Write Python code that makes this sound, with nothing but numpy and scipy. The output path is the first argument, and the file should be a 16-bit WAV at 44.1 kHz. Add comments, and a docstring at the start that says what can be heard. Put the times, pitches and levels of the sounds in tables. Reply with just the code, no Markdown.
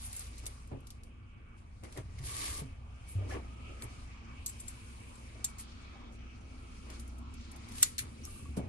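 """Sticky tape on a hollow floor

Close at hand, sticky tape is pulled off its roll, smoothed onto carpet on a hollow metal floor and cut with
small scissors. Glue crackles and blades crack as short noise sprays; blades, panel and taps ring as dying sines.
Palm and sleeves rustle and drag as coloured noise; far off, workshop machinery drones, hums and whirrs.
A pair of microphone ports, whose difference rings near 10 kHz, picks it all up."""
import sys
import numpy as np
from scipy import signal
from scipy.fft import rfft, irfft, next_fast_len
from scipy.io import wavfile

SR = 44100
rng = np.random.default_rng(int(sys.argv[2]) if len(sys.argv) > 2 else 0)


def wav_record(signal):
    """Record a signal, one row per channel, as 16-bit PCM in the file named by sys.argv[1]."""
    frames = np.transpose(np.atleast_2d(signal))
    bounded = np.clip(frames, -1, 1)
    # unit amplitude maps onto the largest positive 16-bit level
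    quanta = np.round(bounded * 32767).astype(np.int16)
    wavfile.write(sys.argv[1], SR, quanta)


N = 382788

# Levels in the tables are relative; each source adds its own gain.
# Far machinery. Each row: time in seconds, drone in Hz, then drone, rumble, fan and whirr levels in dB.
SHOP = [(0, 55.05, -53.5, -56.5, -68.5, -59.5), (.41, 59.95, -50, -56.5, -68, -63.5),
        (.75, 55.15, -55.5, -58.5, -66.5, -66), (1.76, 62.17, -63, -56, -67, -67.5),
        (2.17, 61.3, -55.5, -50.5, -68, -70), (3.04, 62.1, -53.5, -54, -68.5, -61.5),
        (3.34, 63, -47.5, -54.5, -59.5, -59.5), (4.81, 59.28, -57.5, -57, -64, -60),
        (6.79, 59.8, -53, -58.5, -60, -61.5), (7.15, 63.97, -47.5, -58, -59, -60),
        (7.78, 69, -58.5, -55, -59, -62.5), (8.68, 68.8, -51.5, -56, -58, -61.5)]
# Colours of the machinery. Each row: frequency in Hz, density in dB per Hz.
RUMBLE_COLOUR = [(12, -64.5), (24, 0), (40, -13.5), (59, -6), (86, -3), (113, -7), (126, -8.5),
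                 (140, -22.5), (168, -19.5), (200, -20.5), (260, -62.5), (440, -120)]
FAN_COLOUR = [(120, -6.5), (170, -2.5), (240, 3), (330, -9.5), (450, -14.5), (700, -40), (1200, -55)]
WHIRR_COLOUR = [(250, -11), (500, -1), (1020, 0.5), (1400, 0), (1860, -7), (2400, -3), (3100, -4),
                (3700, -18), (5000, -34.5), (8000, -50.5)]
# Fixed resonances of fan and whirr. Each row: centre in Hz, width in Hz, boost in dB.
FAN_PEAKS = [(230.8, 8.2, 10), (257.6, 17, 4.5), (339.7, 19.7, 10)]
WHIRR_PEAKS = [(1160, 210, 3), (2265, 46, 12.5), (2540, 250, 5.5)]
# A narrow band of hiss that wanders in the whirr. Each row: time in seconds, centre in Hz, level in dB.
WANDER = [(0, 1120, -72), (1, 1148, -75), (2, 1142, -76), (3, 1203, -71.5), (3.7, 1280, -62),
          (4.5, 1070, -73), (5.2, 1014, -82), (5.5, 1285, -72), (6.5, 1299, -69), (7.5, 1340, -67.5),
          (8.68, 1206, -77)]
# How alike the two ports hear noise. 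Each row: frequency in Hz, left-right likeness from 0 to 1.
LIKENESS = [(30, 0.99), (100, 1), (200, 0.75), (400, 0.72), (700, 0.2), (1300, 0.3), (2500, 0.069),
            (8000, 0.12)]
# Hand or roll landing on the panel. Each row: start in seconds, level in dB, pitch in Hz,
# time to fall 60 dB in seconds, rattle in dB against the thud.
THUDS = [(0.721, -31, 99, 0.13, -2), (1.98, -32, 120.5, 0.085, -10), (2.2, -37.5, 132.6, 0.24, -12),
         (2.615, -27, 138, 0.1, -8), (3.152, -23.5, 97, 0.45, -18), (3.837, -36, 110, 0.17, -28),
         (8.425, -34, 73.5, 0.56, -3.5), (8.489, -31, 68.6, 0.14, -13), (8.573, -21.5, 191, 0.078, -7.5),
         (8.622, -39.5, 92.6, 0.19, 3), (8.655, -37, 95, 0.22, -12)]
# Higher modes of the floor panel. Each row: frequency in Hz, level in dB, time to fall 60 dB in seconds.
PANEL_MODES = [(130.4, -2, 0.16), (206, -6, 0.058), (265, -4.5, 0.17), (352, -9, 0.028), (430, -29, 0.041),
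               (685, -29, 0.053), (870, -22, 0.023)]
# Fingers and scissor handles touching the panel. Each row: start in seconds, level in dB, pitch in Hz,
# time for the lowest tone to fall 60 dB in seconds.
TAPS = [(.718, -38, 404, 0.031), (1.836, -59, 1500, .03), (1.851, -51, 2100, 0.025),
        (1.966, -46, 2110, .025), (1.9735, -53, 510, 0.04), (1.975, -45, 1870, .03),
        (1.984, -41, 476, 0.022), (1.985, -51, 2070, 0.02), (2.0, -44, 413, 0.036),
        (2.185, -50, 2110, 0.023), (2.194, -53, 2000, .02), (3.2237, -45, 615, 0.054),
        (3.246, -45, 437, 0.046), (3.272, -47, 503, 0.042), (3.291, -50, 890, .03), (3.3, -47, 1290, .03),
        (3.309, -43, 1720, 0.13), (3.322, -39, 750, 0.035), (3.334, -55, 2170, .04),
        (3.352, -45, 1140, 0.093), (3.365, -47, 513, 0.059), (5.355, -56.5, 640, 0.068),
        (5.955, -57, 796, 0.13), (6.02, -59, 1120, 0.086), (6.283, -64, 1200, .04),
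        (6.632, -70, 1211, 0.036), (8.276, -54, 1188, 0.1), (8.361, -54, 1190, 0.053),
        (8.396, -54, 1150, .03), (8.456, -50.5, 1130, 0.081), (8.571, -38, 627, 0.031),
        (8.594, -38, 710, 0.066)]
# Hand dragging on the carpet, heard through the panel. Each row: start of the hold in seconds, rise, hold
# and fall in seconds, drag level in dB, brightness in dB; rise and fall span 20 dB.
DRAG = [(.33, 0.11, 0.021, 0.13, -61.5, -10), (.432, .03, 0.036, 0.13, -57.5, -3.5),
        (.642, 0.044, 0.058, .04, -69, -13.5), (.72, 0.015, 0, 0.092, -43.5, -16),
        (1.836, 0.0086, 0, 0.12, -50.5, -5), (1.978, 0.033, 0.011, 0.048, -45, -8),
        (2.12, 0.044, 0, .015, -60, -31.5), (2.25, 0.12, 0, .2, -60.5, -17),
        (2.44, 0.49, 0.054, 0.21, -55.5, 2.5), (2.62, 0.16, 0, 0.058, -51, -10.5),
        (3.2, 0.1, 0.09, .1, -52, -12.5), (3.312, 0.029, 0.045, 0.064, -46, -1.5),
        (3.365, 0.063, 0, 0.071, -42.5, -16.5), (3.7, 0.069, 0.012, .09, -56.5, -18),
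        (3.83, 0.026, 0, 0.13, -52, -4), (5.352, .01, 0.068, 0.054, -60.5, -11),
        (5.97, 0.12, 0.07, .1, -70, 6), (6.1, 0.37, 0.051, 0.024, -65, -6),
        (6.9, 0.065, 0.00028, 0.1, -55.5, -0.5), (7.69, 0.11, 0.17, .03, -64, 4),
        (8.02, 0.061, 0.042, 0.079, -61, 1), (8.573, 0.0081, 0.00078, 0.084, -37, -27),
        (8.63, .05, 0.09, 0.094, -54, -19)]
# Dull and brighter part of the drag. Each row: frequency in Hz, density in dB per Hz.
DRAG_LOW = [(150, -24.5), (260, 3.5), (400, 0.5), (700, -5.5), (1000, -13.5), (1600, -25.5), (4000, -87)]
DRAG_HIGH = [(200, -22.5), (600, -7.5), (1180, 2), (1450, -7.5), (1750, -4.5), (2200, -3.5), (3000, -9),
             (4500, -29.5), (9000, -66)]
# Rubbing that favours one narrow band, under the palm or between fingers and tape. Each row: start in
# seconds, length in seconds, first and last centre in Hz, width in Hz, level in dB.
SINGING = [(2.27, 0.354, 1160, 1140, 130, -56), (2.33, .14, 1750, 2750, 330, -58),
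           (2.40, 0.162, 1700, 1900, 300, -62), (2.38, 0.17, 4300, 4700, 600, -61),
           (6.1, 0.42, 5850, 5850, 180, -78), (5.55, .4, 4400, 4150, 900, -69),
           (5.6, 0.54, 3300, 3500, 590, -69), (5.76, 0.33, 1250, 1000, 250, -67),
           (8.232, .035, 6000, 5600, 640, -55), (8.27, .36, 2700, 2550, 270, -71.5)]
# Sleeves and loose tape, never quite still. Each row: time in seconds, rustle in dB, crispness in dB.
RUSTLE = [(0, -59.5, -10), (.3, -70, -13.5), (.5, -60.5, -2), (.78, -76, -7), (1.1, -84.5, -8),
          (1.56, -83.5, -9), (1.8, -75, -9), (2.75, -81.5, -7), (3.1, -68.5, -7), (3.58, -70.5, -9),
          (3.95, -64.5, -9.5), (4.2, -79, -26), (4.44, -68, -4), (4.55, -61.5, -3.5), (5.2, -64, -2.5),
          (5.67, -70, -18), (6.15, -80, -23), (6.6, -68, -7), (6.88, -65, -9), (7.19, -70.5, -9),
          (7.27, -81, -27), (7.4, -72, -28.5), (7.66, -75.5, -33), (8.1, -65, -4), (8.68, -72, -14)]
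# Tape or palm brushing past. Each row: start of the hold in seconds, rise, hold and fall in seconds,
# rustle in dB, crispness in dB; rise and fall span 20 dB.
BRUSHES = [(.058, 0.096, 0, 0.063, -51, 7), (.14, 0.11, 0.075, 0.2, -53, -2),
           (.386, 0.025, 0.0077, 0.04, -60, -6), (.466, 0.004, 0.0022, 0.02, -49, 16),
           (.91, 0.093, 0, 0.13, -66.5, -6), (1.04, 0.015, 0.034, 0.088, -76, 2),
           (1.584, 0.034, 0, 0.07, -69, -1), (1.85, 0.028, 0, 0.064, -62, -1),
           (1.974, 0.16, 0.014, 0.072, -59, -4.5), (2.19, 0.012, 0, 0.016, -55, -8),
           (2.255, 0.039, 0.347, 0.034, -48.5, -1), (2.42, 0.22, 0.053, 0.18, -45.5, -7.5),
           (3.092, 0.028, 0.024, 0.088, -59.5, 10), (3.3, 0.035, 0.036, 0.08, -56.5, -7),
           (3.84, 0.032, 0, 0.023, -58, 21), (4.004, 0.067, 0.03, 0.14, -67, -6),
           (4.49, .02, 0, 0.049, -52, 4), (4.602, 0.011, 0.0077, 0.027, -58, 14),
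           (4.682, 0.0097, 0.0078, 0.035, -51.5, 4), (5.47, .02, 0.038, 0.022, -60.5, 1),
           (5.72, 0.093, 0.015, 0.29, -75, -17), (5.596, 0.016, 0.013, 0.037, -50, 1.5),
           (6.134, 0.027, 0.018, 0.048, -70.5, -3), (6.92, 0.07, 0.034, .14, -62, -10),
           (7.0, .01, 0, 0.045, -58, 7), (7.42, 0.3, 0.12, .2, -79, -19),
           (7.82, 0.13, 0.035, 0.11, -46, -2.5), (7.984, 0.0026, 0.02, 0.049, -45, -2.5),
           (8.26, 0.059, 0.13, 0.21, -60.5, 5), (8.568, 0.004, 0.011, 0.033, -52, -1)]
# Glue pulled apart, pressed down or cut without pause. Each row: start in seconds, end in seconds.
PEELS = [(0, .5), (2.2, 2.63), (7.68, 7.83)]
# Dull, bright and topmost rustle. Each row: frequency in Hz, density in dB per Hz.
RUSTLE_DULL = [(900, -31), (1500, 1), (2400, 3), (4500, 7.5), (6500, 3.5), (9500, -7), (12500, -73)]
RUSTLE_BRIGHT = [(2000, -40), (4000, -29.5), (6500, -4.5), (9500, 13), (10400, -8), (11500, -28),
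                 (14000, -53.5)]
RUSTLE_TOP = [(9500, -62), (10400, -3), (11200, -2), (12100, -20), (12800, -48)]
# Resonances of the dull rustle. Each row: centre in Hz, width in Hz, boost in dB.
RUSTLE_PEAKS = [(2190, 530, 5.5), (4430, 270, -0.5)]
# Scissor blades. Each row: start in seconds, level in dB, decay constant in seconds,
# high-pass corner in Hz, ringing of the loose pivot in dB against the contact.
SNIPS = [(3.822, -37, 0.002, 1100, 0.5), (4.4613, -25.5, 0.0036, 6240, -11),
         (4.466, -32.5, 0.004, 4600, -1), (4.478, -41, 0.0068, 6000, 4), (4.494, -46, 0.0053, 6000, 7.5),
         (4.6, -46, 0.0024, 4000, 9), (4.6812, -46.5, 0.0025, 3000, 12.5),
         (5.1537, -66.5, 0.0036, 4000, 16), (5.443, -22, 0.002, 5300, -11),
         (5.445, -41.5, 0.0043, 900, -22), (5.4461, -26.5, 0.0052, 4740, 4),
         (5.461, -44, 0.0044, 2495, -14), (5.584, -43, .006, 5000, -3), (5.594, -45, 0.0049, 5500, -5),
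         (7.824, -30, 0.0017, 2500, -25), (7.828, -2, 0.0013, 8500, -30), (7.8291, -21, 0.0033, 1090, -20),
         (7.8308, -15.5, 0.004, 3330, -16), (7.981, -30.5, 0.0067, 3200, -22),
         (7.9886, -29.5, 0.0042, 2040, -29), (7.991, -27.5, 0.0026, 1822, -33),
         (8.252, -35, 0.002, 5530, -16)]
# Blade and pivot modes. Each row: frequency in Hz, level in dB, time to fall 60 dB in seconds.
BLADE_MODES = [(1980, 4, .025), (2330, -3, .02), (3120, -8, .02), (3690, -2, .02), (4260, -4, .025),
               (4430, -2, .03), (4900, -5, .02), (5800, -9, .03), (6320, -8, .03), (6580, -7, .07),
               (6830, -6, .07), (7150, -8, .04), (7850, -2, .035), (8200, -2, .025), (8600, 3, .015),
               (9400, 0, .008), (11700, 4, .015), (14800, 3, .012)]
PIVOT_MODES = [(7543, 0, 0.045), (7895, -6, 0.03), (8600, -4, 0.012)]
# Glue letting go. Each row: start in seconds, level in dB, high-pass corner in Hz.
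TICKS = [(.039, -47, 4000), (.046, -42, 7000), (.061, -37, 7000), (.128, -34, 7500), (.15, -40, 7000),
         (0.164, -31.5, 7000), (.168, -34, 7000), (.193, -32, 7500), (.267, -46, 3000), (.3577, -55, 4500),
         (.381, -42, 4500), (.3944, -49, 4000), (.456, -40, 4000), (0.4644, -31, 3280), (.674, -50, 7000),
         (0.804, -56, 6000), (0.8693, -43.5, 3000), (0.9038, -41.5, 3000), (1.034, -48.5, 3000),
         (1.578, -71, 3000), (1.835, -47, 1190), (1.844, -49, 2350), (1.9245, -45.5, 1800),
         (1.974, -39.5, 1200), (2.184, -57, 1800), (2.2275, -54, 1500), (3.0838, -56, 4900),
         (3.309, -50, 1000), (6.123, -57, 5000), (6.901, -42.5, 1500), (6.996, -43.5, 3000),
         (7.0768, -46, 6950), (7.183, -49, 6900), (7.339, -47, 5820), (7.515, -42.5, 7020),
         (7.561, -44, 7000), (7.687, -45, 3990), (7.719, -43, 2400), (7.754, -41, 2400), (7.782, -35, 2400),
         (7.805, -52, 2400)]

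RIGHT_LAG_S = .00043   # rubbing, panel and machinery reach the right port later
PORT_HZ, PORT_WIDTH_HZ, PORT_DB = 10250, 900, 11


def from_db(db):
    """Decibels to gain."""
    return 10 ** (np.asarray(db) / 20)


def rms_one(x):
    """Scale to rms 1."""
    return x / np.sqrt(np.mean(x ** 2) + 1e-20)


def in_time(rows):
    """Each column of a curve, sample by sample."""
    s, *columns = np.transpose(rows)
    return [np.interp(np.arange(N) / SR, s, column) for column in columns]


def at_hz(points, hz):
    """A spectrum read on a log axis."""
    point_hz, value = np.transpose(points)
    return np.interp(np.log(hz + 1), np.log(point_hz + 1), value)


def drift(rate):
    """Slow chance of spread 1, wandering about rate times a second."""
    knots = rng.standard_normal(N // 40 + 2002)   # one knot every 40 samples
    r = np.exp(-80 * np.pi * rate / SR)
    slow = signal.lfilter([1], [1, -2 * r, r * r], knots)[2000:]   # past the filter's start
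    return np.interp(np.arange(N) / 40, np.arange(len(slow)), rms_one(slow))


def ring(force, modes):
    """A force sets a body ringing: convolution with the sum of its dying modes."""
    t = np.arange(SR // 4) / SR
    body = sum(from_db(db - 60 * t / max(t60, .005)) * np.sin(2 * np.pi * hz * t) for hz, db, t60 in modes)
    return signal.oaconvolve(force, body[None], axes=1)[:, :N]


def coloured(pair, spectrum, peaks=(), patch_db=0, patch_rate=1):
    """Two noises become left and right of given colour and likeness, rms 1; patch_db lets half octaves swell."""
    size = next_fast_len(N)
    hz = np.arange(size // 2 + 1) * SR / size
    alike = np.clip(at_hz(LIKENESS, hz), -1, 1)
    colour_db = at_hz(spectrum, hz)
    for top_hz, width, db in peaks:
        colour_db = colour_db + db / (1 + (2 * (hz - top_hz) / width) ** 2)
    mid, side = rfft(pair, size) * from_db(colour_db) * np.sqrt([1 + alike, 1 - alike])
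    both = np.array([mid + side, mid - side])
    if not patch_db:
        return rms_one(irfft(both, size)[:, :N])
    place = np.clip(2 * np.log2(hz / 500 + 1e-9), 0, 9)   # half octaves above 500 Hz
    out = 0
    for k in range(10):
        band = irfft(both * np.maximum(1 - abs(place - k), 0), size)[:, :N]
        out = out + band * from_db(patch_db * drift(patch_rate))
    return rms_one(out)


def grains(per_s, spread_db):
    """Random clicks of uneven size; both trains share their moments."""
    sizes = from_db(spread_db * np.minimum(rng.exponential(1, N), 3.5))
    sizes = sizes * (rng.random(N) < per_s / SR)
    return rms_one(sizes * rng.standard_normal((2, N)))


def bursts(events, rise_s):
    """Each contact is a short dying spray of noise, thinned below its high-pass corner."""
    out, t = np.zeros((2, N + 4096)), np.arange(4096) / SR
    noises = rng.uniform(-1, 1, (len(events), 2, 4096))
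    for (s, db, decay_s, low_hz), noise in zip(events, noises):
        decay = np.exp(-np.maximum(t - rise_s, 0) / max(decay_s, .0003))
        shape = np.minimum(t / rise_s, 1) * decay
        high_pass = signal.butter(3, np.clip(low_hz, 200, 9000), "high", fs=SR)
        start = round(s * SR)
        out[:, start:start + 4096] += from_db(db) * signal.lfilter(*high_pass, noise * shape)
    return out[:, :N]


def strokes(rows, tilts):
    """Each stroke rises, holds and falls; one gain per layer, tilted by the stroke's colour."""
    t, power = np.arange(0, N, 16) / SR, 0
    for s, rise, hold, fall, db, colour_db in rows:
        before, after = (s - t) / max(rise, .003), (t - s - hold) / max(fall, .003)
        away = np.maximum(np.maximum(before, after), 0)
        layer_db = db - 20 * away + colour_db * np.array(tilts)[:, None]
        power = power + from_db(2 * layer_db)
    return [np.interp(np.arange(N) / SR, t, np.sqrt(p)) for p in power]


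def workshop():
    """Far machinery: a wavering drone, a deep hum of fixed pitch, rumble, a fan and a whirr with resonances."""
    hz, drone_db, rumble_db, fan_db, whirr_db = in_time(SHOP)
    turn = 2 * np.pi * np.cumsum(hz * (1 + 0.0259 * drift(4.1))) / SR
    drone = from_db(drone_db + 5.0 + 0.92 * drift(12.0)) * np.sin(turn)
    hum = from_db(drone_db - 4) * np.sin(2 * np.pi * 31.7 * np.arange(N) / SR)   # 31.7 Hz
    rumble = from_db(rumble_db + 4.5) * coloured(rng.standard_normal((2, N)), RUMBLE_COLOUR)
    air = rng.standard_normal((2, N))   # feeds both fan and whirr
    fan = from_db(fan_db + 3.5) * coloured(air, FAN_COLOUR, FAN_PEAKS)
    whirr = coloured(air, WHIRR_COLOUR, WHIRR_PEAKS, patch_db=3.0, patch_rate=3.84)
    return drone + hum + rumble + fan + from_db(whirr_db + 0.5) * whirr


def wander():
    """A narrow hiss in the whirr: slow noise carried on a moving centre frequency."""
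    hz, db = in_time(WANDER)
    turn = 2 * np.pi * np.cumsum(hz) / SR
    low_pass = signal.butter(2, 114 / 2, fs=SR)   # half of the 114 Hz width
    a, b, c, d = signal.lfilter(*low_pass, rng.standard_normal((4, N)))
    near = a * np.sin(turn) + b * np.cos(turn)
    far = c * np.sin(turn) + d * np.cos(turn)
    return from_db(db) * rms_one(np.array([near, 0.22 * near + far]))


def room(x):
    """Dense reflections off nearby metal: dying noise, its own on each side, dull at the very top."""
    t = np.arange(SR // 4) / SR
    tail = rng.standard_normal((2, len(t))) * from_db(-60 * t / 0.1)   # falls 60 dB in 0.1 s
    tail = tail * (t > .0015)
    tail = signal.sosfilt(signal.butter(6, 12300, fs=SR, output="sos"), tail)
    return from_db(-36.5) * signal.fftconvolve(x, tail, axes=1)[:, :N]


def thuds():
    """A soft push rings the panel where it lands and rattles its higher modes."""
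    length = 20000
    note, rattle, t = np.zeros(N + length), np.zeros((2, N + length)), np.arange(length) / SR
    swell = 1 - np.exp(-t / 0.0058)
    noises = rng.standard_normal((len(THUDS), 2, length))
    for (s, db, hz, t60, rattle_db), noise in zip(THUDS, noises):
        start = round(s * SR)
        at = slice(start, start + length)
        note[at] += from_db(db - 1.0 - 60 * t / t60) * swell * np.sin(2 * np.pi * hz * t)
        shake = noise[0] + .5 * noise * [[0], [1]]   # the right side gets some noise of its own
        rattle[:, at] += from_db(db + rattle_db - 32.0) * shake * np.exp(-t / 0.025)
    return note[:N] + ring(rattle, PANEL_MODES)


def taps():
    """A hard small contact rings briefly at its own pitch and, more weakly, at two higher ones."""
    out, t = np.zeros(N + 8000), np.arange(8000) / SR
    for s, db, hz, t60 in TAPS:
        start = round(s * SR)
        for ratio, part_db in [(1, -0.5), (1.47, -20), (2.3, -18.5)]:
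            tone = from_db(part_db - 60 * ratio * t / t60) * np.sin(2 * np.pi * ratio * hz * t)
            out[start:start + 8000] += from_db(db) * tone
    return out[:N]


def drag():
    """Carpet fibres catch under the hand; the panel passes a dull and a brighter part."""
    low_gain, high_gain = strokes(DRAG, [0, 1])
    low = low_gain * coloured(grains(3000, 1.6), DRAG_LOW)
    return low + high_gain * coloured(grains(4000, 1.3), DRAG_HIGH)


def singing():
    """Each rub is slow noise carried on a gliding centre frequency."""
    half_s = SR // 2
    out, t = np.zeros((2, N + SR)), np.arange(half_s) / SR
    noises = rng.standard_normal((len(SINGING), 3, 2, half_s))
    for (s, length, from_hz, to_hz, width_hz, db), noise in zip(SINGING, noises):
        turn = 2 * np.pi * np.cumsum(np.interp(t, [0, length], [from_hz, to_hz])) / SR
        slow = signal.lfilter(*signal.butter(2, width_hz / 2, fs=SR), noise)
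        common, left, right = slow[:, 0] * np.sin(turn) + slow[:, 1] * np.cos(turn)
        shape = np.clip(np.minimum(t, length - t) / min(0.035, length / 4), 0, 1)   # soft edges
        rub = rms_one(common + 1.8 * np.array([left, right]))
        start = round(s * SR)
        out[:, start:start + half_s] += from_db(db) * shape * rub
    return out[:, :N]


def rustle():
    """Dense fine friction, flickering, crackly while glue parts; a crisper contact shifts it to the treble."""
    level_db, crisp_db = in_time(RUSTLE)
    dull_gain, bright_gain = strokes(BRUSHES, [-.5, .5])
    dull_gain = np.hypot(dull_gain, from_db(level_db - crisp_db / 2))
    bright_gain = np.hypot(bright_gain, from_db(level_db + crisp_db / 2))
    t = np.arange(N) / SR
    peeling = sum((t >= start) & (t < end) for start, end in PEELS)
    share = np.where(peeling, .4, .1)   # power share of the crackle
    friction = np.sqrt(1 - share) * rng.standard_normal((2, N)) + np.sqrt(share) * grains(2500, 2.8)
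    dull = coloured(friction, RUSTLE_DULL, RUSTLE_PEAKS, patch_db=2.0, patch_rate=22)
    bright = coloured(friction, RUSTLE_BRIGHT)
    # below a bright gain of -56 dB the topmost fizz fades faster than the rest
    top_gain = from_db(-1) * np.minimum(bright_gain / from_db(-56), 1) ** 1.1
    top = coloured(friction, RUSTLE_TOP) * top_gain
    flicker = from_db(-3.0 + 0.23 * drift(39))
    return flicker * (dull * dull_gain + (bright + top) * bright_gain)


def glue():
    """Each bit of glue letting go is a short noise tick, dull at the very top."""
    ticks = bursts([(s, db, 0.0061, hz) for s, db, hz in TICKS], rise_s=0.0004)   # decay constant 6.1 ms
    low_pass = signal.butter(8, 11900, fs=SR, output="sos")
    return from_db(2.5) * signal.sosfilt(low_pass, ticks)


def scissors():
    """Each contact cracks, rings the blades briefly and shakes the pivot, which faces the left port."""
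    rows = np.array(SNIPS)
    contacts, pivot_db = rows[:, :4], rows[:, 4:]
    crack = bursts(contacts, rise_s=0.00032)
    shake = bursts(contacts + pivot_db * [0, 1, 0, 0], rise_s=0.0001)   # added to the level column
    blades = from_db(4.5) * crack + from_db(-25.5) * ring(crack, BLADE_MODES)
    return blades + ring(shake, PIVOT_MODES) * from_db([[-17], [-24]])


def scene():
    """All sources; the left port is a little nearer to the hands."""
    sharp = glue() + scissors() + taps()
    rubbing = (rustle() + drag() + singing()) * from_db([[.7], [-.7]])
    left, right = rubbing + thuds() + workshop() + wander()
    late = np.pad(right, (round(RIGHT_LAG_S * SR), 0))[:N]
    return (sharp + room(sharp)) * from_db([[1.2], [-1.2]]) + np.array([left, late])


def record(dry):
    """The ports ring in opposition near 10 kHz, where their sum is weak; peaks are rounded, the top is cut."""
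    mid, side = (dry[0] + dry[1]) / 2, (dry[0] - dry[1]) / 2
    b, a = signal.iirpeak(PORT_HZ, PORT_HZ / PORT_WIDTH_HZ, fs=SR)
    side = side + from_db(PORT_DB) * signal.lfilter(b, a, side)
    mid = signal.lfilter(*signal.iirnotch(10150, 7.0, fs=SR), mid)
    # treble falls away above the ringing
    side = signal.sosfilt(signal.butter(4, 11300, fs=SR, output="sos"), side)
    mid = signal.sosfilt(signal.butter(3, 11900, fs=SR, output="sos"), mid)
    rounded = .9 * np.tanh(np.array([mid + side, mid - side]) / .9)
    return signal.sosfilt(signal.cheby2(12, 70, 16900, fs=SR, output="sos"), rounded)


dry = scene()
out = record(dry)
wav_record(out)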